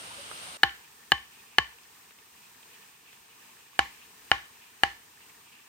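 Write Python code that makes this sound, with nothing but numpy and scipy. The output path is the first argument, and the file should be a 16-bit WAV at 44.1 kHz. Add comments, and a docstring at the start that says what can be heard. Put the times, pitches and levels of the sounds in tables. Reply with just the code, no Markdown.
"""Insects shrill over a hiss of water and leaves with faint far-off hoots and a light tap, all beside a pond;
after half a second the scene changes to a quieter background beside the log, and a trickle joins it. A mallet
then drives a chisel into the log: two cuts of three blows. Decaying modes ring wood and chisel, noise bursts
crack the fibres, a falling sine thuds, and noise scatters back from litter, bank and trees. Insects and hoots
are sines, the trickle is small rising bubble tones, hiss and handling taps are shaped noise."""
import sys
import numpy as np
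from scipy import signal
from scipy.fft import rfft, irfft
from scipy.io import wavfile
from scipy.ndimage import uniform_filter1d, minimum_filter1d

SR = 44100
rng = np.random.default_rng(int(sys.argv[2]) if len(sys.argv) > 2 else 0)


def put_to_file(sound):
    """Save the sound as 16-bit audio at rate SR, in the file named by the first command-line argument."""
    columns = np.atleast_2d(sound).T  # one column per channel
    safe = np.clip(columns, -1, 1)
    whole_steps = np.round(safe * 32767)
    wavfile.write(sys.argv[1], SR, whole_steps.astype(np.int16))


N = 250488
TIME = np.arange(N) / SR
RING = np.arange(SR // 2) / SR  # half a second, the longest tail of any single event


def undb(db):
    """Decibels to gain."""
    return 10 ** (np.asarray(db) / 20)


def fade(t60):
    """Exponential decay that falls 60 dB in t60 seconds, over the half second of RING."""
    return np.exp(-np.log(1000) * RING / t60)


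def read(points, hz):
    """Read (f/Hz, value) points on a log-frequency axis."""
    f, value = np.transpose(points)
    return np.interp(np.log(hz + 1), np.log(f), value)


def colour(x, points):
    """Filter by a (f/Hz, level/dB) curve in the spectrum."""
    size = x.shape[-1]
    gain = undb(read(points, np.fft.rfftfreq(size, 1 / SR)))
    return irfft(rfft(x) * gain, size)


def delay(x, ms):
    """Delay by any fraction of a sample."""
    steps = np.arange(len(x))
    return np.interp(steps - ms * SR / 1000, steps, x, left=0)


def noise(points, side, size):
    """Coloured stereo noise, its mid at unit rms, whose width follows a (f/Hz, side minus mid/dB) curve."""
    mid, wide = colour(rng.standard_normal((2, size)), points)
    side_signal = colour(wide, side) * np.array([[1], [-1]])
    return (mid + side_signal) / np.std(mid)


def walk(rate):
    """Random drift: straight lines between normal random values, `rate` of them a second."""
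    knots = np.arange(int(TIME[-1] * rate) + 2)
    return np.interp(TIME * rate, knots, rng.standard_normal(len(knots)))


def add(out, s, sound):
    """Mix a stereo sound in at time s."""
    start = int(s * SR)
    out[:, start:start + sound.shape[1]] += sound[:, :max(N - start, 0)]


def insects(waver_hz=7, flicker_db=2):
    """A steady shrill of close tones whose pitch and level waver separately in each ear."""
    # insect tones before the background's gain: f/Hz, rms level/dB
    tones = [(8145, -72), (8457, -60.5), (8585, -64), (8716, -59), (8812, -71), (8904, -64), (9028, -59.5)]
    out = np.zeros((2, N))
    for hz, db in tones:
        for side in out:
            level = np.sqrt(2) * undb(db + flicker_db * walk(35))
            pitch = hz + waver_hz * walk(29)
            side += level * np.sin(2 * np.pi * np.cumsum(pitch) / SR)
    return out


def background(wide_insect_db=0, near_insect_db=-17, swell_db=-1.0, rustle_db=-68, rustle_flicker_db=3):
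    """Hiss of water and leaves with insects; a quick crossfade changes the scene from a louder background to a
    quieter one beside the log."""
    # spectrum heard from further off, then beside the log: f/Hz, relative level per Hz/dB
    wide_hiss = [(18, -39), (30, -8), (100, -4), (404, -5.5), (554, -2.5), (1220, -3), (1910, -6),
                 (2900, -0.5), (7270, -11.5), (8740, -4), (10500, -11), (11700, -67), (12600, -15),
                 (14400, -17.5), (16000, -31)]
    near_hiss = [(18, -40), (30, -24), (53, -6.5), (252, -2.5), (319, -6), (449, -4.5), (540, -15),
                 (889, -2.5), (1350, -6), (1760, -5), (4650, -8.5), (8980, -8), (11700, -21.5), (13700, -5),
                 (16000, -16.5)]
    # stereo width of each: f/Hz, side minus mid/dB
    wide_width = [(60, -6), (110, -17), (200, -7), (380, -4), (700, -4.5), (1290, 5.5), (2380, 0),
                  (4400, 0), (8120, -1.5), (15000, 3)]
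    near_width = [(60, -16), (110, -16), (200, -12), (380, -6), (700, -2), (1290, 1), (2380, -2), (4400, 0),
                  (8120, -0.5), (15000, 3.5)]
    wide_db, near_db = -46.5, -58.5
    change_s, crossfade_s = 0.57, 0.0035
    changed = np.clip((TIME - change_s) / crossfade_s, 0, 1)

    shrill = insects()
    wide = undb(wide_db) * noise(wide_hiss, wide_width, N) + undb(wide_insect_db) * shrill
    near = undb(near_db) * noise(near_hiss, near_width, N) + undb(near_insect_db) * shrill
    near = near + trickle()
    swell = undb(swell_db * walk(7))

    rustle_band = [(300, -18), (1500, -20), (2500, 9), (3800, -5.5), (12000, -35)]
    rustle = noise(rustle_band, near_width, N)
    rustle = rustle * undb(rustle_db + rustle_flicker_db * (walk(9) + walk(53)))  # dry leaves stir in fits
    return ((1 - changed) * wide + changed * near) * swell + rustle


def hoots():
    """Short, soft, faint tones from far away, each a sine rising in pitch under a rounded swell."""
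    # far-off hoots: t/s, length/s, start f/Hz, end pitch as a ratio of the start, peak level/dB
    calls = [(0.099, 0.028, 845, 1.22, -46), (0.166, 0.061, 538, 1.09, -46.5),
             (0.467, 0.034, 745, 1.01, -50)]
    out = np.zeros((2, N))
    for s, length_s, hz, rise, db in calls:
        along = np.linspace(0, 1, int(length_s * SR))
        tone = np.sin(2 * np.pi * np.cumsum(hz * rise ** along) / SR)
        swell = np.sin(np.pi * along) ** 2
        add(out, s, undb(db) * (tone * swell)[None])
    return out


def handling():
    """Light, dull taps as tools are handled and chips shift: decaying noise around one pitch."""
    # small knocks: t/s, level before halving/dB, centre f/Hz, t60/s
    taps = [(0.313, -29, 1340, 0.032), (1.785, -46, 2800, 0.036), (1.834, -47, 5000, 0.015),
            (2.108, -45, 2450, 0.028), (2.187, -46, 2760, .03), (2.629, -44.5, 2900, 0.028),
            (3.129, -44, 2500, .03), (5.205, -49, 2580, 0.07), (5.295, -46.5, 2500, 0.085)]
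    out = np.zeros((2, N))
    for s, db, hz, t60 in taps:
        band = [(hz / 16, -12), (hz / 2, -10), (hz, 0), (hz * 2, -18), (hz * 4, -38)]
        tap = noise(band, [(500, -9), (4000, -1)], len(RING)) * fade(t60)
        add(out, s, undb(db) * tap / 2)
    return out


def trickle(count=1800, db=-65, cycles=11, glide=0.099, spread_db=3):
    """Tiny bubbles ring for a few cycles, gliding up in pitch, as water runs into the pond."""
    # hollows in which the trickle rings: centre f/Hz, pitch spread as a share of f, relative level/dB
    hollows = [(440, 0.06, -6.5), (1030, 0.185, 3.5), (1730, 0.019, 7), (2560, 0.1, 5.5)]
    out, t = np.zeros((2, N)), RING[:SR // 20]
    for i, (when, pan, pitch, size) in enumerate(rng.random((count, 4))):
        centre, spread, band_db = hollows[i % len(hollows)]
        hz = centre * (1 + spread * (2 * pitch - 1))
        age = t * hz / cycles
        phase = 2 * np.pi * hz * t * (1 + glide * np.minimum(age, 1) / 2)
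        bubble = np.sin(phase) * np.exp(-2 * age)
        size_db = -spread_db * np.log(1 - .97 * size)  # many small bubbles, few loud ones
        gain = undb(db + band_db + size_db) * np.sqrt([[pan], [1 - pan]])
        add(out, when * TIME[-1], gain * bubble)
    return out


def modes(table, damping):
    """Sum the decaying tones of one object; damping divides every decay time."""
    total = 0
    for hz, db, t60, pan_db in table:
        gain = undb(db + np.array([[pan_db], [-pan_db]]) / 2)
        total = total + gain * np.cos(2 * np.pi * hz * RING) * fade(t60 / damping)
    return total


def bending(degrees, overtone_db):
    """The blow's direction shares its force between two bending planes; the seat in the log sets the overtone."""
    # lowest modes across the chisel's thin and broad side; from even_hz modes ring in any direction
    thin_hz, broad_hz, even_hz, overtone_hz = 794, 1126, 1772, 3010
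    square_db = 3.5  # gain of a bending mode that is struck squarely
    angle = np.radians(degrees)
    force = np.abs([np.cos(angle), np.sin(angle)]) + 1e-6
    thin_db, broad_db = square_db + 20 * np.log10(force)
    return [(thin_hz, thin_db), (broad_hz, broad_db), (even_hz, 0), (overtone_hz, overtone_db)]


def knock(contact_ms, bend, grip, crack_db, snap_db, crack_t60=0.018, snap_t60=0.012):
    """The mallet's short push rings wood and chisel while the edge cracks into the fibres and snaps some."""
    # quickly damped modes of mallet and log: f/Hz, level/dB, t60 before the grip's damping/s, left minus right/dB
    wood_modes = [(386, -26.5, 0.022, -4.5), (525, -28, 0.025, 0), (790, -20, .021, -1.5),
                  (870, -17.5, 0.027, -2.5), (1153, -18.5, 0.034, 4.5), (1485, -19, 0.017, 7),
                  (1729, -4.5, 0.024, 1), (1945, -13.5, 0.018, 12), (2406, -14.5, .018, -7),
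                  (2836, -11, 0.023, 2), (2965, -4, 0.019, 6), (3787, -17, 0.016, 0),
                  (4223, -13.5, 0.016, -7), (5620, -29, .012, 5)]
    # longer modes of the seated chisel, mostly close, beating pairs:
    # f/Hz, level before the bend/dB, t60 before damping/s, left minus right/dB
    chisel_modes = [(348, -44, 0.14, -9), (797, -25.5, 0.13, 0), (1070, -28.5, 0.14, 1.5),
                    (1121.4, -31, 0.16, 3), (1772, -35, .26, 0.5), (1796, -35, 0.25, 4),
                    (3015, -30, .19, 2), (3095, -33.5, .14, 5)]
    # the edge crushing fibres: f/Hz, relative level per Hz/dB
    crack_band = [(200, -39), (700, -11.5), (1500, 32), (3000, 6.5), (5500, -1.5), (7000, -8.5),
                  (10000, -2.5), (16000, -56)]
    # dry fibres parting: f/Hz, relative level per Hz/dB
    snap_band = [(2000, -22.5), (3400, -5.5), (4300, 6.5), (5500, -20), (8000, -21.5), (14000, -20)]
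    bent = [(hz, db + read(bend, hz), t60, pan_db) for hz, db, t60, pan_db in chisel_modes]
    ring = modes(wood_modes, grip) + modes(bent, 0.97)
    push = RING * np.exp(-RING * 1000 / (contact_ms / 4))  # peaks a quarter of the way through the contact
    ring = signal.fftconvolve(ring, push[None] / push.sum())[:, :len(RING)]
    crack = noise(crack_band, [(500, -17.0), (4000, 5.5)], len(RING)) * fade(crack_t60)
    snap = noise(snap_band, [(4000, -3), (14000, -4)], len(RING)) * fade(snap_t60)
    left, right = ring + undb(crack_db) * crack + undb(snap_db) * snap
    return np.array([left, delay(right, .068)])  # the left ear hears the knock sooner, in ms


def thump(fall_hz, db=-38, t60=0.21, lag_ms=1.0, low_hz=62, fall_s=.007, swell_s=0.0049):
    """A soft thud through log and ground: a swelling sine falls in pitch, so its lowest part arrives last."""
    hz = low_hz + fall_hz * np.exp(-RING / fall_s)
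    swell = (1 - np.exp(-(RING / swell_s) ** 2)) * np.sqrt(hz / hz[-1])
    thud = undb(db) * np.sin(2 * np.pi * np.cumsum(hz) / SR) * swell * fade(t60)
    return np.array([thud, delay(thud, lag_ms)])


def surroundings(hit, echo_db=-54, echo_t60=0.27, far_db=-69, far_t60=0.61,
                 litter_db=-39, litter_t60=0.33, build_s=0.0061):
    """Countless small reflections: bright ones from the litter close by, fainter ones from bank and trees."""
    # litter scatter: f/Hz, relative level per Hz/dB
    scatter_band = [(100, -2), (350, -9.5), (580, -32.5), (900, 3.5), (1400, -7), (2000, 5.5), (2600, -1),
                    (3100, -4), (4500, -8), (7000, -15), (15000, -72)]
    path_band = [(100, -7), (800, -4.0), (1700, -1.5), (5000, -3.5)]
    build = 1 - np.exp(-(RING / build_s) ** 2)
    decay = undb(echo_db) * fade(echo_t60) + undb(far_db) * fade(far_t60)
    paths = noise(path_band, [(300, -6), (2000, 5.5)], len(RING)) * build * decay
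    litter = noise(scatter_band, [(300, -11.5), (2000, -3.5)], len(RING)) * build * fade(litter_t60)
    echoes = signal.fftconvolve(paths, hit.mean(axis=0)[None])[:, :len(RING)]
    return echoes + undb(litter_db) * litter


def bank_echo(hit, ms, db=-33):
    """One faint, thin slap from across the pond: the blow delayed, in mono, with its lows and top cut."""
    return undb(db) * colour(delay(hit.mean(axis=0), ms), [(700, -14), (1800, -3), (3000, 3), (6000, -15)])


def chiselling():
    """Each blow with a reflection off log and arm and an outdoor tail; the thud keeps one level within a cut."""
    # mallet blows: t/s, level/dB, contact/ms, direction in which the chisel is bent/degrees,
    # damping of the wood by the grip/factor, crack before the blow's level/dB, snap before the blow's level/dB
    blows = [(0.6333, 0, 0.17, 37, 0.86, -10.5, -12.5), (1.1192, -1, 0.13, 59, 1.03, -14, -19.5),
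             (1.5842, -0.5, .17, 86, 0.95, -11.5, -20.5), (3.7912, 0, 0.32, 45, 1.2, -9.5, -42),
             (4.3156, -.5, 0.19, 59, 1.2, -15, -41), (4.8345, -1.5, 0.25, 25, 0.98, -8.5, -24.5)]
    # where chisel and arm are set for each cut: starts at t/s, nearby reflection/ms, its share left/gain,
    # its share right/gain, thud gain/dB, fall of the thud's pitch/Hz, scatter gain/dB,
    # chisel's overtone gain/dB, echo off the bank/ms
    cuts = [(0.5, 2.32, 0.16, 0.22, 0.5, 358, -1, 2, 61), (3.4, 1.326, 0.064, 0.4, -2, 110, 2.5, -2.5, 66)]
    out = np.zeros((2, N))
    for s, db, contact_ms, degrees, grip, crack_db, snap_db in blows:
        cut = [row for row in cuts if row[0] < s][-1]
        near_ms, share_left, share_right, thud_db, fall_hz, scatter_db, overtone_db, bank_ms = cut[1:]
        hit = knock(contact_ms, bending(degrees, overtone_db), grip, crack_db, snap_db)
        near = np.array([share_left * delay(hit[0], near_ms), share_right * delay(hit[1], near_ms)])
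        tail = undb(scatter_db) * surroundings(hit) + bank_echo(hit, bank_ms)
        add(out, s, undb(db) * (hit + near + tail) + undb(thud_db) * thump(fall_hz))
    return out


def scene():
    """The pond side, far hoots, small handling sounds and the blows."""
    return background() + hoots() + handling() + chiselling()


def record(dry):
    """The microphone sheds the deepest bass, a fast limiter holds the blows under full scale, the top is cut."""
    bass_cut = signal.butter(4, 45, "highpass", fs=SR, output="sos")
    top_cut = signal.ellip(8, .2, 70, 16200, fs=SR, output="sos")
    sound = signal.sosfilt(bass_cut, dry)
    ceiling, hold = .92, 25  # full scale = 1, samples
    gain = ceiling / np.maximum(np.abs(sound).max(axis=0), ceiling)
    gain = uniform_filter1d(minimum_filter1d(gain, hold), hold)
    return signal.sosfilt(top_cut, sound * gain)


dry = scene()
out = record(dry)
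put_to_file(out)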